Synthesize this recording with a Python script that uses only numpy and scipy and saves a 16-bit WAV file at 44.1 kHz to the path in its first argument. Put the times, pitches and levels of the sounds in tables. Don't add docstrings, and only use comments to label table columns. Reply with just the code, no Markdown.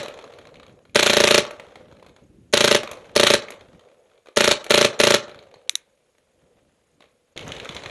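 import sys
import numpy as np
from scipy import signal
from scipy.fft import rfft, irfft
from scipy.io import wavfile
from scipy.ndimage import uniform_filter1d, minimum_filter1d

SR = 44100
rng = np.random.default_rng(int(sys.argv[2]) if len(sys.argv) > 2 else 0)


def convert_level_to_amplitude(level_db):
    exponent = np.asarray(level_db, float) / 20
    return 10 ** exponent


def log_audio(samples):
    frames = np.atleast_2d(samples).T
    limited = np.clip(frames, -1, 1)
    pcm = np.round(limited * 32767).astype(np.int16)
    wavfile.write(sys.argv[1], SR, pcm)


N = 348384
LEAD = SR // 4
CUT_S = 7.36
BOX_HUM_HZ = 507

# first shot t/s, last shot t/s
BURSTS = [
    (-.19, -.049),
    (.957, 1.3795),
    (2.5366, 2.7476),
    (3.1626, 3.3377),
    (4.3713, 4.5119),
    (4.7064, 4.8471),
    (5.0003, 5.141),
]
# blast level/dB, far echo level/dB
STRENGTH = [(0, 4), (0.43, 0), (0.5, 3), (0.16, -2), (0, -2.5), (0.1, 2.5), (0.16, -13.5)]
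# f/Hz, level/dB
TICK_COLOUR = [(530, -46), (900, -8), (2440, 2.5), (2830, -6.5), (3830, 1), (4600, -12), (5980, -57),
               (10100, -120)]
# f/Hz, level/dB
SPLASH_COLOUR = [(4000, -33.5), (5000, -10.5), (6500, 0), (8000, -11), (11500, -6), (13000, -20.5)]


def evened(x):
    return x / np.sqrt(np.mean(x ** 2) + 1e-20)


def read(points, hz):
    f, value = np.transpose(points)
    return np.interp(np.log(hz + 1), np.log(f + 1), value)


def add(mix, s, sound):
    part = mix[LEAD + round(s * SR):][:len(sound)]
    part += sound[:len(part)]


def noise(points, size):
    gain = convert_level_to_amplitude(read(points, np.fft.rfftfreq(size, 1 / SR)))
    return evened(irfft(rfft(rng.standard_normal(size)) * gain, size))


def resonate(x, hz, width_hz):
    return signal.lfilter(*signal.iirpeak(hz, hz / width_hz, SR), x)


def ring(modes, t):
    waves = sum(gain * convert_level_to_amplitude(-60 * abs(t) / t60) * np.sin(2 * np.pi * hz * t) for hz, gain, t60 in modes)
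    return waves * (t > 0)


def echoed(x, paths):
    taps = np.zeros(1000)
    for ms, gain in paths:
        taps[round(ms * SR / 1000)] = gain
    return np.convolve(x, taps)[:len(x)]


def marker():
    out, body = np.zeros(N + LEAD), blast()
    for s, db, leak_db in shots():
        add(out, s - .001, convert_level_to_amplitude(db) * body)
        add(out, s - .001, convert_level_to_amplitude(db / 2) * crack())
        add(out, s - .012, action(-.4 * db))
        add(out, s - .012, convert_level_to_amplitude(db) * pings())
        add(out, s, recoil(-32, 79))
        leaked = np.sqrt(abs(1 - convert_level_to_amplitude(leak_db) ** 2))
        add(out, s - .002, leaked * leak())
    return out


def shots():
    # t/s, level under the burst/dB
    uneven = [(.992, -6), (1.027, -6), (1.062, -5.5), (1.097, -3.5), (1.134, -5.5), (1.274, -4),
              (2.572, -6.5), (2.606, -4), (2.678, -7), (3.268, -8), (4.407, -2.5), (4.442, -7), (4.512, -4)]
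    cycle_s, jitter_s = .0352, .0002
    rows = []
    for (first, last), (db, _) in zip(BURSTS, STRENGTH):
        for s in np.linspace(first, last, round((last - first) / cycle_s) + 1):
            leak_db = sum(less for at, less in uneven if abs(at - s) < cycle_s / 2)
            rows.append((s + jitter_s * rng.standard_normal(), db + leak_db, leak_db))
    return rows


def puff(t, long_s):
    u = np.maximum(t, 0) / long_s
    return (1 - u) * np.exp(-u) * np.clip(t * 15000, 0, 1)


def blast():
    # delay t/ms, signed gain
    blast_paths = [
        (0, 1),
        (1.31, -.9),
        (1.95, .45),
        (5.15, .64),
        (6.02, -.48),
        (13.95, .27),
    ]
    # delay t/ms, gain
    box_paths = [(0, 1), (4.88, 1.05), (13.7, .24), (18.5, .13)]
    # delay t/ms, gain
    port_paths = [(0, 1), (5.12, .6), (8.15, .25), (13.85, .35), (18.75, .22)]
    # f/Hz, signed gain, t60/s
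    box_modes = [(606, .72, .0197), (215, .17, .018), (108, .045, .07), (518, -1.2, .0109)]
    t = np.arange(3000) / SR - .001
    gas = 1.8 * (puff(t - .00037, .00012) + puff(t - .00055, .00024))
    body = echoed(gas, blast_paths)
    body += echoed(ring(box_modes, t + .00075), box_paths)
    body += echoed(ring([(1950, .3, .005)], t), port_paths)
    body += ring([(222, .12, .022)], t - .0084)
    return signal.lfilter(*signal.butter(2, 85, "high", fs=SR), body)


def crack():
    t = np.arange(400) / SR - .001
    sharp, soft = rng.uniform(.8, 1.15, 2)
    uncorking = ring([(4300 * sharp, 1.9, .0013)], t - .00004)
    return uncorking - ring([(2900 * soft, .36, .004)], t + .00065)


def action(vent_db):
    # t/ms, level/dB, t60/s
    parts = [
        (-10.5, -28, .025),
        (-6.5, -24, .035),
        (-1.2, -19, .01),
        (.2, -24, .012),
        (1.5, -15.5, .036),
        (4.2, -18, .015),
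        (12, -20, .045),
        (24.5, -27, .025),
    ]
    # f/Hz, level/dB
    metal = [(410, -44), (700, -21), (772, -7), (850, -7), (1380, -1), (1720, -2), (4080, 1.5), (4840, -17),
             (6640, -6.5), (7970, -12.5), (10300, -16.5), (11800, -17), (12800, -53), (16600, -80),
             (22000, -120)]
    # f/Hz, width/Hz, level/dB
    frame_modes = [(1400, 120, -4), (2450, 170, 1.5), (3200, 240, -7.5), (3730, 200, -19), (4360, 50, 10),
                   (6200, 370, -8.5), (10500, 1800, -12)]
    t = np.arange(4096) / SR - .012
    loose = rng.standard_normal((len(parts), 2))
    power = 0
    for (ms, db, t60), (late, loud) in zip(parts, loose):
        since = np.maximum(t - (ms + .4 * late) / 1000, 0)
        rise = np.minimum(since / (.001 + .002 * (ms < -5)), 1)
        vented = vent_db * (1.8 * (0 < ms < 1) + .6 * (1 < ms < 3) - .4 * (ms > 10))
        level_db = db + 1.2 * loud + vented - 60 * since / t60
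        power += convert_level_to_amplitude(2 * level_db) * rise ** 2
    unevenness = evened(uniform_filter1d(rng.standard_normal(len(t)), size=50))
    grit = noise(metal, len(t)) * convert_level_to_amplitude(2.6 * unevenness)
    frame = 0
    for (hz, width, db), more in zip(frame_modes, rng.normal(0, 3.5, len(frame_modes))):
        frame = frame + convert_level_to_amplitude(db + more) * resonate(grit, hz, width)
    return convert_level_to_amplitude(5.5) * np.sqrt(power) * evened(grit + .61 * frame)


def pings():
    # t/ms, f/Hz, level/dB, t60/s
    steel = [
        (-9.5, 6600, -20.5, .008),
        (-9, 9000, -25.5, 0.0049),
        (-6, 9600, -23.5, 0.0042),
        (-0.45, 21000, -10, 0.012),
        (3.7, 6000, -11.5, 0.0051),
        (4.5, 10300, -14, .007),
    ]
    t = np.arange(1200) / SR - .012
    loose = rng.standard_normal((len(steel), 3))
    push = np.sin(2 * np.pi * 600 * (t + .0044)) * np.clip((t + .008) / .003, 0, 1) * (t < 0)
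    out = convert_level_to_amplitude(-27) * push
    for (ms, hz, db, t60), (late, pitch, loud) in zip(steel, loose):
        since = t - (ms + .12 * late) / 1000
        mode = (hz * (1 + .04 * pitch), convert_level_to_amplitude(db + 2 * loud), t60)
        out += ring([mode], since) * np.clip(since / .00038, 0, 1)
    return out


def recoil(db, hz):
    t = np.arange(4096) / SR
    shudder = resonate(resonate(rng.standard_normal(len(t)), hz, 150), hz, 130)
    return convert_level_to_amplitude(db - 60 * t / .04) * np.minimum(t / .0016, 1) * evened(shudder)


def leak():
    t, push = np.arange(2048) / SR, rng.standard_normal(2048)
    flutter = evened(sum(resonate(resonate(push, hz, 120), hz, 120) for hz in (250, 425, 600)))
    return convert_level_to_amplitude(-14 - 60 * t / .04) * np.minimum(t / .003, 1) * flutter


def trigger():
    # t/s, level/dB, rise/s
    clicks = [
        (5.6944, 0, .0004),
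        (5.7539, -2, .0009),
    ]
    # f/Hz, level/dB, t60/s
    sear = [
        [(1350, -25.5, 0.013), (2350, -11.5, 0.011), (3060, -13, 0.0049), (3550, -5.5, 0.0064),
         (3800, -8, .007), (6160, -8, 0.00602), (7000, -19.5, 0.011), (7750, -18, 0.0074), (8140, -13, 0.00697),
         (9350, -14.5, .007), (10300, -16, .005), (11600, -23, .005)],
        [(1210, -26.5, 0.013), (1940, -18.5, .009), (2900, -16.5, 0.0098), (3700, -20, 0.0065),
         (3840, -2, .008), (5970, -4.5, .007), (6250, -13, .006), (7300, -13, .007), (7930, -11.5, 0.0065),
         (8800, -23, 0.0072), (10100, -12.5, .006), (11320, -15, .004)],
    ]
    out, t = np.zeros(N + LEAD), np.arange(8192) / SR
    for (s, db, rise_s), modes in zip(clicks, sear):
        snap = ring([(hz, convert_level_to_amplitude(mode_db), 1.6 * t60) for hz, mode_db, t60 in modes], t)
        snap *= convert_level_to_amplitude(-20 * (t / .0042) ** 2)
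        buzz = convert_level_to_amplitude(-40.5 - 60 * t / .12) * noise(SPLASH_COLOUR, len(t))
        buzz += convert_level_to_amplitude(-47.5 - 60 * t / .25) * noise(TICK_COLOUR, len(t))
        add(out, s, convert_level_to_amplitude(db) * (snap * np.minimum(t / rise_s, 1) + buzz))
    return out


def small_hits():
    # t/s, peak level/dB, ring f/Hz, splash over the tick/dB
    splats = [(.03, -22, 3640, -6), (.0818, -21, 2424, -12), (0.7247, -60, 1398, 6),
              (1.5079, -23.5, 2200, -10), (1.9964, -43, 1940, -17), (2.0259, -37.5, 999, -15),
              (2.063, -34.5, 1128, -16.5), (2.0848, -43, 1174, -10.5), (2.8322, -17, 1581, -12),
              (2.9131, -20, 2580, -6), (2.932, -26, 1425, -17), (3.115, -44.5, 1045, -10),
              (3.5043, -27.5, 2470, 0), (3.794, -38.5, 3200, -21), (4.2585, -40, 1360, -17),
              (4.6425, -24, 2800, -4), (4.6645, -22.5, 2300, -11.5), (5.675, -47, 3026, -15),
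              (5.9744, -56, 2280, -11.5), (6.1494, -53, 1810, -13.5), (6.1819, -48.5, 2320, -8.5)]
    # t/s, peak level/dB, ring f/Hz
    knocks = [(0.174, -34.5, 2330), (0.4705, -34.5, 994), (.68, -41.5, 3240), (1.597, -24.5, 2400),
              (1.7398, -56.5, 1885), (1.756, -30, 2040), (1.9241, -40.5, 1048), (2.163, -36, 1404),
              (2.9718, -34, 1110), (3.5935, -44, 1340), (3.609, -35.5, 3380), (3.6432, -56, 1040),
              (3.7306, -44, 1005), (3.8095, -44, 1031), (3.8374, -51.5, 1278), (3.914, -48, 1313),
              (4.2851, -34.5, 1252), (4.5933, -34, 1361), (5.226, -33.5, 1810), (5.436, -42.5, 1293),
              (5.513, -43, 2333), (5.6142, -48.5, 1300), (7.005, -39, 3870), (7.0225, -39.5, 2434),
              (7.0396, -45.5, 2235)]
    # t/s, peak level/dB, ring f/Hz
    hopper = [(0.1399, -29.5, 1070), (.189, -29, 1060), (0.2405, -30.5, 1054), (0.324, -36.5, 1300),
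              (0.386, -29, 1290), (.413, -40, 1007), (0.5417, -36.5, 1016), (.598, -32.5, 1033),
              (0.6306, -31.5, 1270), (.852, -40, 1465), (1.619, -53.5, 1480), (1.8833, -45, 1320),
              (1.9134, -40, 1420), (2.891, -27.5, 1043), (3.0103, -42, 1990), (3.0554, -38.5, 1310),
              (3.484, -24.5, 2380), (3.886, -44.5, 1041), (4.1145, -48.5, 1346), (1.816, -54, 1470),
              (4.2702, -36, 1310), (4.929, -26, 1746), (5.281, -31, 1020), (5.2937, -28.5, 1412),
              (5.345, -33, 1352), (5.3573, -37.5, 1300), (5.3895, -33.5, 4150), (5.469, -45, 2450),
              (5.5402, -33, 4140), (5.5567, -45, 1960), (3.14, -50, 3300), (7.0192, -45.5, 3310),
              (7.056, -47.5, 2400), (7.085, -52, 2293), (7.107, -55.5, 2296)]
    # t/s, peak level/dB, ring f/Hz
    crackles = [(0.0591, -21.5, 1060), (0.212, -37, 1380), (0.2242, -36, 1280), (0.2763, -40, 1240),
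                (0.3367, -34.5, 3850), (0.3444, -43, 1280), (0.3994, -46, 1020), (0.4294, -53, 1000),
                (0.4528, -35.5, 1030), (0.4894, -44, 1020), (0.556, -37, 2320), (0.5685, -41, 2710),
                (0.6404, -46, 1255), (0.6648, -35, 1450), (0.6944, -42, 1460), (0.7894, -49, 1070),
                (0.895, -46.5, 2330), (1.4506, -18, 1280), (1.4652, -25, 1030), (1.6444, -43, 1040),
                (1.6664, -39, 1030), (1.6844, -45, 1350), (1.7044, -51, 1400), (1.72, -47, 1650),
                (1.8444, -57, 1880), (1.9384, -55, 1024), (1.9674, -43, 1450), (2.046, -45, 1290),
                (2.071, -45, 1520), (2.0934, -42, 1040), (2.1849, -57.5, 1346), (2.199, -56, 1780),
                (2.232, -60, 1215), (2.8745, -21.5, 1210), (2.984, -43, 1680), (3.0435, -39.5, 2020),
                (3.067, -42, 1090), (3.0794, -54, 1080), (3.0929, -37, 1370), (3.421, -24, 1570),
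                (3.5204, -24.5, 2460), (3.5396, -35.5, 1020), (3.6844, -47, 1376), (3.7285, -51, 1010),
                (3.8499, -51, 1064), (3.9, -53, 1040), (3.9444, -54, 1380), (4.0986, -55.5, 2530),
                (4.1346, -50.5, 1270), (4.155, -52, 1280), (4.1772, -45.5, 1020), (5.3044, -43, 1390),
                (5.314, -39, 4060), (5.3792, -42, 1070), (5.4014, -45, 1260), (5.4254, -39, 1010),
                (5.5694, -54.5, 1250), (5.593, -49, 1290)]
    # t/s, peak level/dB, ring f/Hz, splash over the tick/dB
    far_play = [(7.3646, -23.5, 1510, -17), (7.3754, -14.5, 3360, -11), (7.3922, -22.5, 3050, -9),
                (7.409, -25.5, 2450, -8), (7.426, -27, 2900, -17), (7.4901, -26.5, 3500, -15),
                (7.4995, -34, 3600, -14), (7.655, -22, 1400, -13), (7.79, -29, 3700, -12),
                (7.4789, -29, 1070, 2.5), (7.5187, -13.5, 3000, -12.5), (7.5497, -24, 2350, -10),
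                (7.565, -21.5, 3140, -13), (7.5823, -27.5, 3250, -17), (7.5991, -17, 2510, -17),
                (7.6471, -22.5, 1400, -7), (7.6904, -14.5, 3550, -14), (7.7236, -25, 2500, -17),
                (7.7475, -23.5, 2270, -2), (7.7651, -14, 3560, -16), (7.821, -28, 1970, -21),
                (7.836, -24, 3950, -8), (7.859, -16.5, 1940, -17), (7.8964, -23, 2090, -21)]
    # thud dB, splash dB over the tick
    close = [(s, db, hz, 0, splash_db) for s, db, hz, splash_db in splats]
    close += [(*row, 3, -29.5) for row in knocks]
    close += [(*row, -2.5, -22.5) for row in hopper]
    far = [(s, db, hz, -16.5, splash_db) for s, db, hz, splash_db in far_play]
    crackle = convert_level_to_amplitude(3.5) * rattles([(*row, -9.5, -20) for row in crackles], .02, after_db=-26)
    distant = rattles(far, .022, after_db=-20)
    dulled = signal.lfilter(*signal.butter(2, 7500, fs=SR), distant)
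    return rattles(close, .027, after_db=-21.5) + crackle + dulled


def rattles(rows, t60, after_db):
    # f/Hz, level/dB
    dull = [(600, -20), (1000, -0.5), (4300, 0.5), (5000, -15), (6600, -7.5), (7600, -23), (12000, -40)]
    # f/Hz, width/Hz
    stirred = [(1250, 100), (2350, 350), (3200, 350), (4050, 130), (6600, 600)]
    out, t = np.zeros(N + LEAD), np.arange(4096) / SR
    fade = convert_level_to_amplitude(-60 * t / t60) * np.minimum(t / .00047, 1)
    after = convert_level_to_amplitude(after_db - 60 * t / .3)
    for s, db, hz, thud_db, splash_db in rows:
        buzz, white = noise(TICK_COLOUR, len(t)), noise(dull, len(t))
        bands = sum(convert_level_to_amplitude(rng.normal(0, 4)) * resonate(white, f, width) for f, width in stirred)
        tick = evened(.4 * buzz + .6 * evened(bands) + .8 * evened(resonate(white, hz, 350)))
        thud = evened(resonate(rng.standard_normal(len(t)), BOX_HUM_HZ, 170))
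        splash = noise(SPLASH_COLOUR, len(t))
        body = convert_level_to_amplitude(splash_db) * splash + convert_level_to_amplitude(thud_db + 1.5) * thud
        add(out, s, convert_level_to_amplitude(db - 9) * (fade * tick + after * buzz + (fade + .81 * after) * body))
    return out


def bumps():
    # t/s, level/dB, f/Hz
    thumps = [(.57, -39.5, 110), (1.671, -51, 90), (2.232, -54.5, 254.6), (2.385, -41, 200),
              (3.631, -53, 118.5), (3.769, -50.5, 180), (5.359, -46, 110), (5.559, -49.5, 128.5),
              (5.734, -48, 330), (6.978, -56.5, 300), (7.001, -59, 200), (7.392, -42.5, 151),
              (7.45, -32, 131), (7.473, -34, 220), (7.49, -32, 110), (7.695, -33, 151), (7.86, -35, 130)]
    out, t = np.zeros(N + LEAD), np.arange(4096) / SR
    for s, db, hz in thumps:
        swing = ring([(hz, convert_level_to_amplitude(db + 2.5), .05)], t) * np.minimum(t / .0025, 1)
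        add(out, s, .45 * recoil(db, hz) + swing)
    return out


def yard(x):
    # f/Hz, t60/s
    yard_t60 = [(100, 0.49), (300, 0.35), (600, 0.48), (1200, 0.51), (2500, 0.3), (4500, 0.3), (8000, 0.25),
                (13000, 0.11)]
    clumps = convert_level_to_amplitude(7.4 * evened(uniform_filter1d(rng.standard_normal(SR), size=200)))
    hz, t, z = signal.stft(clumps * rng.standard_normal(SR), SR, nperseg=256)
    tail = signal.istft(z * convert_level_to_amplitude(-60 * t / read(yard_t60, hz)[:, None]), SR, nperseg=256)[1]
    tail *= np.clip(np.arange(len(tail)) / SR / .0069 - 1, 0, 1)
    return signal.fftconvolve(x, tail / np.linalg.norm(tail))[:len(x)]


def air():
    # f/Hz, level/dB
    wind_colour = [(12, -47.5), (20, -19.5), (76, -2), (145, -3), (198, -4), (245, -4), (400, -9.5),
                   (520, -36), (880, -120)]
    # f/Hz, level/dB
    field_colour = [(150, -46.5), (250, -11), (445, 0.5), (981, -7.5), (3600, -15), (4460, -27.5),
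                    (6520, -25), (8210, -47), (11200, -33), (12800, -68.5), (16600, -91), (22000, -120)]
    # f/Hz, level/dB
    fizz_colour = [(3500, -31), (4800, -3), (6500, -0.5), (8000, -5), (11500, -10.5), (13000, -25.5)]
    wind_db, hum_db, air_db = background_db()
    lumps = [evened(uniform_filter1d(rng.standard_normal(N), size=size)) for size in (1200, 700, 300)]
    wind = convert_level_to_amplitude(wind_db + 3.5 * lumps[0] - 1.5) * noise(wind_colour, N)
    hum = evened(resonate(resonate(rng.standard_normal(N), BOX_HUM_HZ, 350), BOX_HUM_HZ, 130))
    drops = convert_level_to_amplitude(1.6 * np.minimum(rng.exponential(1, N), 4)) * (rng.random(N) < 70 / SR)
    drop_fade = convert_level_to_amplitude(-60 * np.arange(1500) / SR / .063)
    patter = .86 + evened(signal.oaconvolve(drops, drop_fade)[:N])
    fizz_db = np.where(np.arange(N) < CUT_S * SR, -13.5, -11)
    wash = patter * noise(field_colour, N) + convert_level_to_amplitude(fizz_db) * noise(fizz_colour, N)
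    return wind + convert_level_to_amplitude(hum_db + 1.6 * lumps[1]) * hum + convert_level_to_amplitude(air_db - 7 + 1.3 * lumps[2]) * wash


def background_db():
    # t/s, level/dB
    breeze = [(0, -61.5), (.6, -54), (.9, -58.5), (1.7, -61.5), (1.86, -49.5), (2.1, -56), (2.5, -52.5),
              (2.9, -50.5), (3.5, -60.5), (3.77, -55), (3.86, -72), (4.3, -80.5), (5.36, -57), (5.6, -70.5),
              (5.87, -75), (6.2, -79.5), (6.4, -66.5), (7.3, -75.5)]
    # t after the change/s, level/dB
    gust = [(0, -43.5), (.06, -48.5), (.126, -37), (.18, -44), (.24, -48), (.35, -49.5), (.54, -46.5)]
    trees_s, trees_fade_s, trees_drop_db = .86, .04, 12
    t = np.arange(N) / SR
    rustle = convert_level_to_amplitude(-65) ** 2 * np.exp(-((t - 6.5) / .12) ** 2)
    hum = convert_level_to_amplitude(-72.5) ** 2 + rustle
    wash = convert_level_to_amplitude(-74) ** 2 + hum / 4
    for (first, last), (_, echo_db) in zip(BURSTS, STRENGTH):
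        since = np.maximum(t - last, 0)
        left_db = echo_db - trees_drop_db * np.clip((since - trees_s) / trees_fade_s, 0, 1)
        hum = hum + (t > first) * convert_level_to_amplitude(-46 + left_db - 18 * since) ** 2
        wash = wash + (t > first) * convert_level_to_amplitude(-45 + left_db - 32.5 * since) ** 2
    field = t - CUT_S
    in_yard = field < 0
    wind_db = np.where(in_yard, np.interp(t, *np.transpose(breeze)), np.interp(field, *np.transpose(gust)))
    hum_db = np.where(in_yard, 10 * np.log10(hum), -45)
    field_air_db = -41 - 18 * np.clip(1 - field / .09, 0, 1)
    air_db = np.where(in_yard, 10 * np.log10(wash), field_air_db)
    return wind_db, hum_db, air_db


def scene():
    near, small = marker(), small_hits()
    outside = near - .49 * resonate(near, 490, 110)
    scatter = yard(convert_level_to_amplitude(-15.5) * outside + convert_level_to_amplitude(-13) * small)
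    heard = near + small + trigger() + bumps() + scatter
    return (heard[LEAD:] + air())[None]


def patchy_treble(x):
    # f/Hz, threshold/spreads
    rarity = [(3000, 3), (5000, 2.1), (8000, 1.6), (11000, 1.05), (13000, .9)]
    hz, _, z = signal.stft(x, SR, nperseg=512, noverlap=384)
    top_db = 10 * np.log10((abs(z[hz > 2500]) ** 2).sum(axis=0) + 1e-14)
    coming_db = -minimum_filter1d(-top_db, size=9, origin=-4) - top_db
    risen_db = top_db - minimum_filter1d(top_db, size=7, origin=3)
    patches = uniform_filter1d(rng.standard_normal(z.T.shape), size=9, axis=0)
    patches = evened(uniform_filter1d(patches, size=5, axis=1)).T
    spared = .4 * np.maximum(risen_db - 4, 0) - .06 * np.minimum(coming_db, 16)
    kept = np.clip(4 * (read(rarity, hz)[:, None] + spared - patches), .02, 1)
    return signal.istft(z * kept, SR, nperseg=512, noverlap=384)[1][:N]


def top_cut(x):
    return signal.sosfilt(signal.butter(12, 12950, fs=SR, output="sos"), x)


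def record(dry):
    # f/Hz, level/dB
    hiss_colour = [(18, -44.5), (30, -11.5), (333, -14.5), (475, -9.5), (731, -19.5), (941, -23),
                   (1020, -21.5), (2400, -19.5), (6140, -26.5), (11300, -24.5), (12800, -43.5),
                   (16600, -76.5), (22000, -120)]
    whine = evened(resonate(rng.standard_normal(N), 6700, 200))
    whine *= convert_level_to_amplitude(5.8 * evened(uniform_filter1d(rng.standard_normal(N), size=450)))
    x = dry + convert_level_to_amplitude(-71.5) * noise(hiss_colour, N) + convert_level_to_amplitude(-86) * whine
    x = np.clip(x, -.94, .94)
    low_pass = signal.butter(22, 12000, fs=SR, output="sos")
    x = signal.sosfilt(low_pass, patchy_treble(x[0])[None])
    return top_cut(x)


dry = scene()
out = record(dry)
log_audio(out)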